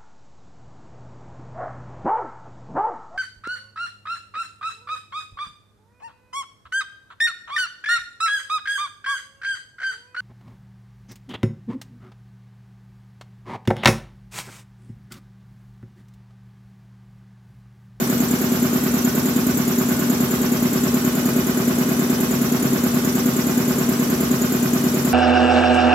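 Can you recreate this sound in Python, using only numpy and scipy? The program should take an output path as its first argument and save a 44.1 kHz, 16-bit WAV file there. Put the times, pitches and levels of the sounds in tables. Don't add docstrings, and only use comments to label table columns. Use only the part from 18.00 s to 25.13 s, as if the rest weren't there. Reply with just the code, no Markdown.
import sys
import numpy as np
from scipy import signal
from scipy.fft import rfft, irfft, next_fast_len
from scipy.io import wavfile

SR = 44100
rng = np.random.default_rng(int(sys.argv[2]) if len(sys.argv) > 2 else 0)


def wrap_up_sound(samples):
    columns = np.atleast_2d(samples).T
    tamed = np.clip(columns, -1, 1)
    steps = np.round(tamed * 32767).astype(np.int16)
    wavfile.write(sys.argv[1], SR, steps)


N = 314433
TIME = np.arange(N) / SR
TURNS_PER_S, SLOWING_PER_S = 9.5012, 0.00125


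# start_s, level_db, pitch_hz, width_hz
AIR_PUFFS = [(0.0114, -41.0, 670, 198), (0.02, -24.8, 197, 68), (0.0336, -32.9, 242, 79),
             (0.0401, -41.9, 418, 96), (0.0477, -29.7, 127, 169), (0.0636, -29.3, 180, 129),
             (0.0891, -38.5, 355, 80), (0.0982, -23.0, 226, 99)]
# pitch_hz, width_hz, gain_db
TANK_MODES = [(75.7, 15.4, 2.0), (97.7, 5.0, 8.4), (139.1, 20.7, -1.8), (147.9, 5.0, 12.3),
              (183.9, 5.0, 0.3), (221.0, 5.0, 2.8), (260.2, 5.0, 12.5), (306.1, 5.0, 15.0),
              (358.1, 5.6, 21.0), (377.8, 7.3, 21.8), (412.5, 8.6, 6.4), (477.7, 7.8, 15.3),
              (601.8, 7.5, 20.4), (653.8, 24.1, 7.3)]
def pumping(turns, wall_s=0.00617):
    puffs = strokes(turns, AIR_PUFFS, uneven_db=-0.28, loose_s=.00002)
    return widen_by_echo(ringing(puffs, TANK_MODES), wall_s)


HISS_BANDS = { "first outlet": [(6800, 510, -34.5, 1.5), (7540, 500, -36, 7.5), (10260, 490, -39.5, -2),
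              (12800, 640, -33.5, -4), (13500, 2200, -30, -4)], "second outlet": [(1320, 870, -42, -7),
              (2230, 1230, -39, -1.5), (7490, 380, -39.5, 4.5), (13100, 880, -34.7, -7.5),
              (14500, 1100, -40, 4)], "first inlet": [(5690, 1070, -35.5, -2.5)],
              "second inlet": [(5950, 380, -41.5, 2), (7635, 560, -39, 8), (9550, 1000, -39, 1.5)]}
# valve, start_s, rise_s, hold_s, decay_s
VALVE_CUES = [("first outlet", 0.0956, .0013, .004, 0.014), ("second outlet", .018, .004, 0.014, .013),
              ("first inlet", 0.031, 0.0055, 0.011, .017), ("second inlet", 0.0675, .002, 0.0064, 0.012)]
def valves(turns, uneven_db=0.8, flutter_db=1.33):
    out = np.zeros((2, N))
    for valve, start_s, rise_s, hold_s, decay_s in VALVE_CUES:
        open_s = (turns / TURNS_PER_S - start_s) % (1 / TURNS_PER_S)
        for hz, width_hz, db, pan_db in HISS_BANDS[valve]:
            late_s = 0.7 / width_hz
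            flow = gush(open_s, rise_s + late_s, hold_s + late_s, decay_s + late_s)
            level = from_db(db + uneven_db * drift(10) + flutter_db * drift(130))
            pan = from_db([[pan_db / 2], [-pan_db / 2]])
            out += jet(hz, width_hz) * flow * level * pan
    return out


def gush(open_s, rise_s, hold_s, decay_s):
    flow = (1 - np.exp(-open_s / rise_s)) * np.exp(-np.maximum(open_s - hold_s, 0) / decay_s)
    return flow / flow.max()


def jet(hz, width_hz, direct_share=0.17, lag_s=.0003):
    noise = white((3, N))
    direct = np.array([noise[2], np.roll(noise[2], int(lag_s * SR))])
    air = np.sqrt(1 - direct_share) * noise[:2] + np.sqrt(direct_share) * direct
    edges_hz = np.clip([hz - width_hz / 2, hz + width_hz / 2], 50, .45 * SR)
    return signal.sosfilt(butter(2, edges_hz, "band"), air) / np.sqrt(width_hz)


# start_s, level_db
ROD_HITS = [(.021, -40), (.025, -40), (.034, -48.5)]
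# pitch_hz, width_hz, gain_db
ROD_MODES = [(765, 350, -5), (1103, 260, -1.5), (1480, 420, -3), (2180, 550, -5.5)]
def rod_knock(turns, floor_s=0.00098):
    swings = [(start_s, db + mode_db, hz, width_hz)
              for start_s, db in ROD_HITS for hz, width_hz, mode_db in ROD_MODES]
    knocks = strokes(turns, swings, uneven_db=2.0, loose_s=0.000718)
    return widen_by_echo(knocks, floor_s)


# pitch_hz, level_db_per_hz
CLATTER_EQ = [(300, -69.5), (550, -77), (800, -72), (950, -76), (1120, -66), (1500, -73.5), (2000, -77),
              (3500, -86.5), (7000, -100)]
def clatter(turns, swell_db=2.0):
    turn_samples = int(SR / TURNS_PER_S)
    one_turn = white((2, turn_samples))
    contacts = one_turn[:, (turns % 1 * turn_samples).astype(int)]
    swell = from_db(swell_db * load(turns, peak_s=0.019))
    mid, side = colour(contacts * swell, CLATTER_EQ)
    return spread(mid, side)


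# pitch_hz, width_hz, gain_db
METAL_MODES = [(845, 17, -6.5), (1080, 31, -0.5), (1247, 16, -8), (1500, 43, 0), (2146, 35, -12),
               (6040, 100, -4.5), (6910, 106, -3.5), (7580, 78, -14), (10340, 180, -23), (12560, 130, -16)]
def metalwork(sound):
    return ringing(sound, METAL_MODES)


# pitch_hz, level_db
MOTOR_TONES = [(131.8, -52), (200.0, -47), (234.3, -50), (240.04, -24.3), (292.9, -44), (362.6, -49),
               (381.6, -48), (480.0, -46)]
def motor(turns, throb_db=2.5, lag_rad=0.18):
    strain = load(turns, peak_s=0.093)
    hum = sum(from_db(db) * np.sqrt(2) * np.sin(lag_rad * strain - 2 * np.pi * hz * TIME)
              for hz, db in MOTOR_TONES)
    return hum * from_db(throb_db * strain)


# pitch_hz, level_db_per_hz
RUMBLE_EQ = [(20, -106), (42, -119), (62, -61), (110, -63), (132, -52), (165, -61), (205, -68),
             (250, -49.5), (325, -62), (380, -56.5), (470, -63), (620, -64), (900, -70.5), (2500, -88)]
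def rumble():
    mid, side = colour(white((2, N)), RUMBLE_EQ)
    return spread(mid, side)


# pitch_hz, level_db_per_hz
RUSH_EQ = [(200, -71), (700, -71), (1300, -67), (2000, -70), (3200, -72), (5000, -73.5), (6000, -73.5),
           (6450, -76), (7200, -71), (8500, -83.5), (10400, -76), (11300, -74), (12700, -69.5),
           (15700, -81.5)]
# pitch_hz, left_minus_right_db
RUSH_PANNING = [(1000, 1.5), (2500, 0), (4500, -1.5), (8000, 5.5), (10000, 1), (12000, -6)]
def fan_rush(turns, swell_db=1.0):
    air = colour(white((2, N)), RUSH_EQ)
    swell = from_db(swell_db * load(turns, peak_s=0.038))
    return tilt(air * swell, RUSH_PANNING)


def walls(pair, echo_db=-10.5, nearest_s=.0015, farthest_s=.007, sway_s=.0001, count=3):
    treble = signal.sosfiltfilt(butter(2, 1800, "high"), pair)
    echoes = np.zeros((2, N))
    for side in range(2):
        for path_s in rng.uniform(nearest_s, farthest_s, count):
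            heard_at = ((TIME - path_s - sway_s * drift(2)) * SR).astype(int)
            echoes[side] += from_db(echo_db) * treble[side].take(heard_at, mode="clip")
    return pair - treble + (treble + echoes) / np.sqrt(1 + count * from_db(echo_db) ** 2)


# time_s, level_db
TREBLE_RIDE = [(0.0, -29.5), (1.8, -31.5), (3.0, -33.5), (3.7, -37.4), (4.25, -35.8), (5.6, -34.7),
               (6.0, -37.6), (6.55, -36), (7.13, -38.8)]
# low_hz, high_hz, db_per_s, ride_share
MOVING_BANDS = [(105, 170, 0.26, -0.059), (330, 720, -0.02, -0.23), (950, 1300, -0.2, -0.27),
                (6550, 8000, 0.38, 0.3), (12000, 13200, 0.14, 0.15), (13340, 14000, 0, 1.1)]
def wavering_tone(sound):
    ride_db = np.interp(TIME, *np.transpose(TREBLE_RIDE))
    for low_hz, high_hz, db_per_s, share in MOVING_BANDS:
        band = signal.sosfiltfilt(butter(4, [low_hz, high_hz], "band"), sound)
        change_db = db_per_s * (TIME - TIME.mean()) + share * (ride_db - ride_db.mean())
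        sound = sound + band * (from_db(change_db) - 1)
    return sound


def load(turns, peak_s):
    return np.cos(2 * np.pi * (turns - peak_s * TURNS_PER_S))


def strokes(turns, swings, uneven_db, loose_s):
    out = np.zeros(N + SR)
    for start_s, db, hz, width_hz in swings:
        start_turn = start_s * TURNS_PER_S
        due_turns = np.arange(-int(TURNS_PER_S), turns[-1] - start_turn) + start_turn
        due_s = np.interp(due_turns, np.r_[-TURNS_PER_S, turns], np.r_[-1, TIME])
        due_s = np.clip(due_s + loose_s * rng.standard_normal(len(due_s)), -1, TIME[-1])
        strength = from_db(db + uneven_db * rng.standard_normal(len(due_s)))
        clicks = np.zeros(N + SR)
        clicks[((due_s + 1) * SR).astype(int)] = strength * SR / width_hz
        out += resonate(resonate(clicks, hz, width_hz), hz, width_hz)
    return out


def ringing(x, modes):
    return x + sum(from_db(db) * resonate(x, hz, width_hz) for hz, width_hz, db in modes)


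def resonate(x, hz, width_hz):
    radius = np.exp(-np.pi * width_hz / SR)
    feedback = [1, -2 * radius * np.cos(2 * np.pi * hz / SR), radius ** 2]
    return signal.lfilter(np.array([1, 0, -1]) * (1 - radius ** 2) / 2, feedback, x)


# pitch_hz, side_gain_db
WIDTH_EQ = [(60, -33), (170, -20.5), (240, -16.5), (380, -9), (600, -12), (1000, -6.5), (2000, 0.5)]
def spread(mid, side):
    return mid + colour(side, WIDTH_EQ) * np.array([[1], [-1]])


def widen_by_echo(sound, delay_s):
    echo = np.roll(sound, int(delay_s * SR))
    return spread(sound[SR:], echo[SR:])


def tilt(pair, curve):
    return np.array([colour(x, [(hz, sign * db / 2) for hz, db in curve])
                     for x, sign in zip(pair, (1, -1))])


def colour(x, curve):
    hz, db = np.transpose(curve)
    size = next_fast_len(N + 8192)
    bins_hz = np.maximum(np.arange(size // 2 + 1) * SR / size, 1)
    gain = from_db(np.interp(np.log(bins_hz), np.log(hz), db))
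    return irfft(rfft(x, size) * gain, size)[..., :N]


def butter(order, hz, kind):
    return signal.butter(order, hz, kind, fs=SR, output="sos")


def white(shape):
    return rng.standard_normal(shape) * np.sqrt(SR / 2)


def drift(per_s):
    return np.interp(TIME * per_s, np.arange(1000), rng.standard_normal(1000))


def from_db(db):
    return 10 ** (np.asarray(db) / 20)


# pitch_hz, left_minus_right_db
MACHINE_PANNING = [(80, -1.3), (170, -0.5), (260, 2), (380, 1), (600, 1.5), (1100, -1.5), (1800, -1),
                   (3000, .5), (5000, -1)]
def scene(belt_slip_turns=0.00054):
    turns = np.cumsum(TURNS_PER_S - SLOWING_PER_S * TIME) / SR + belt_slip_turns * drift(6)
    bright = valves(turns) + rod_knock(turns) + clatter(turns) + fan_rush(turns)
    iron = walls(metalwork(bright))
    machine = pumping(turns) + rumble() + motor(turns) + iron
    return wavering_tone(tilt(machine, MACHINE_PANNING))


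def record(dry, low_cut_hz=50, high_cut_hz=15750):
    thin = signal.sosfilt(butter(6, low_cut_hz, "high"), dry)
    return signal.sosfilt(signal.ellip(12, .1, 80, high_cut_hz, fs=SR, output="sos"), thin)


dry = scene()
out = record(dry)
wrap_up_sound(out)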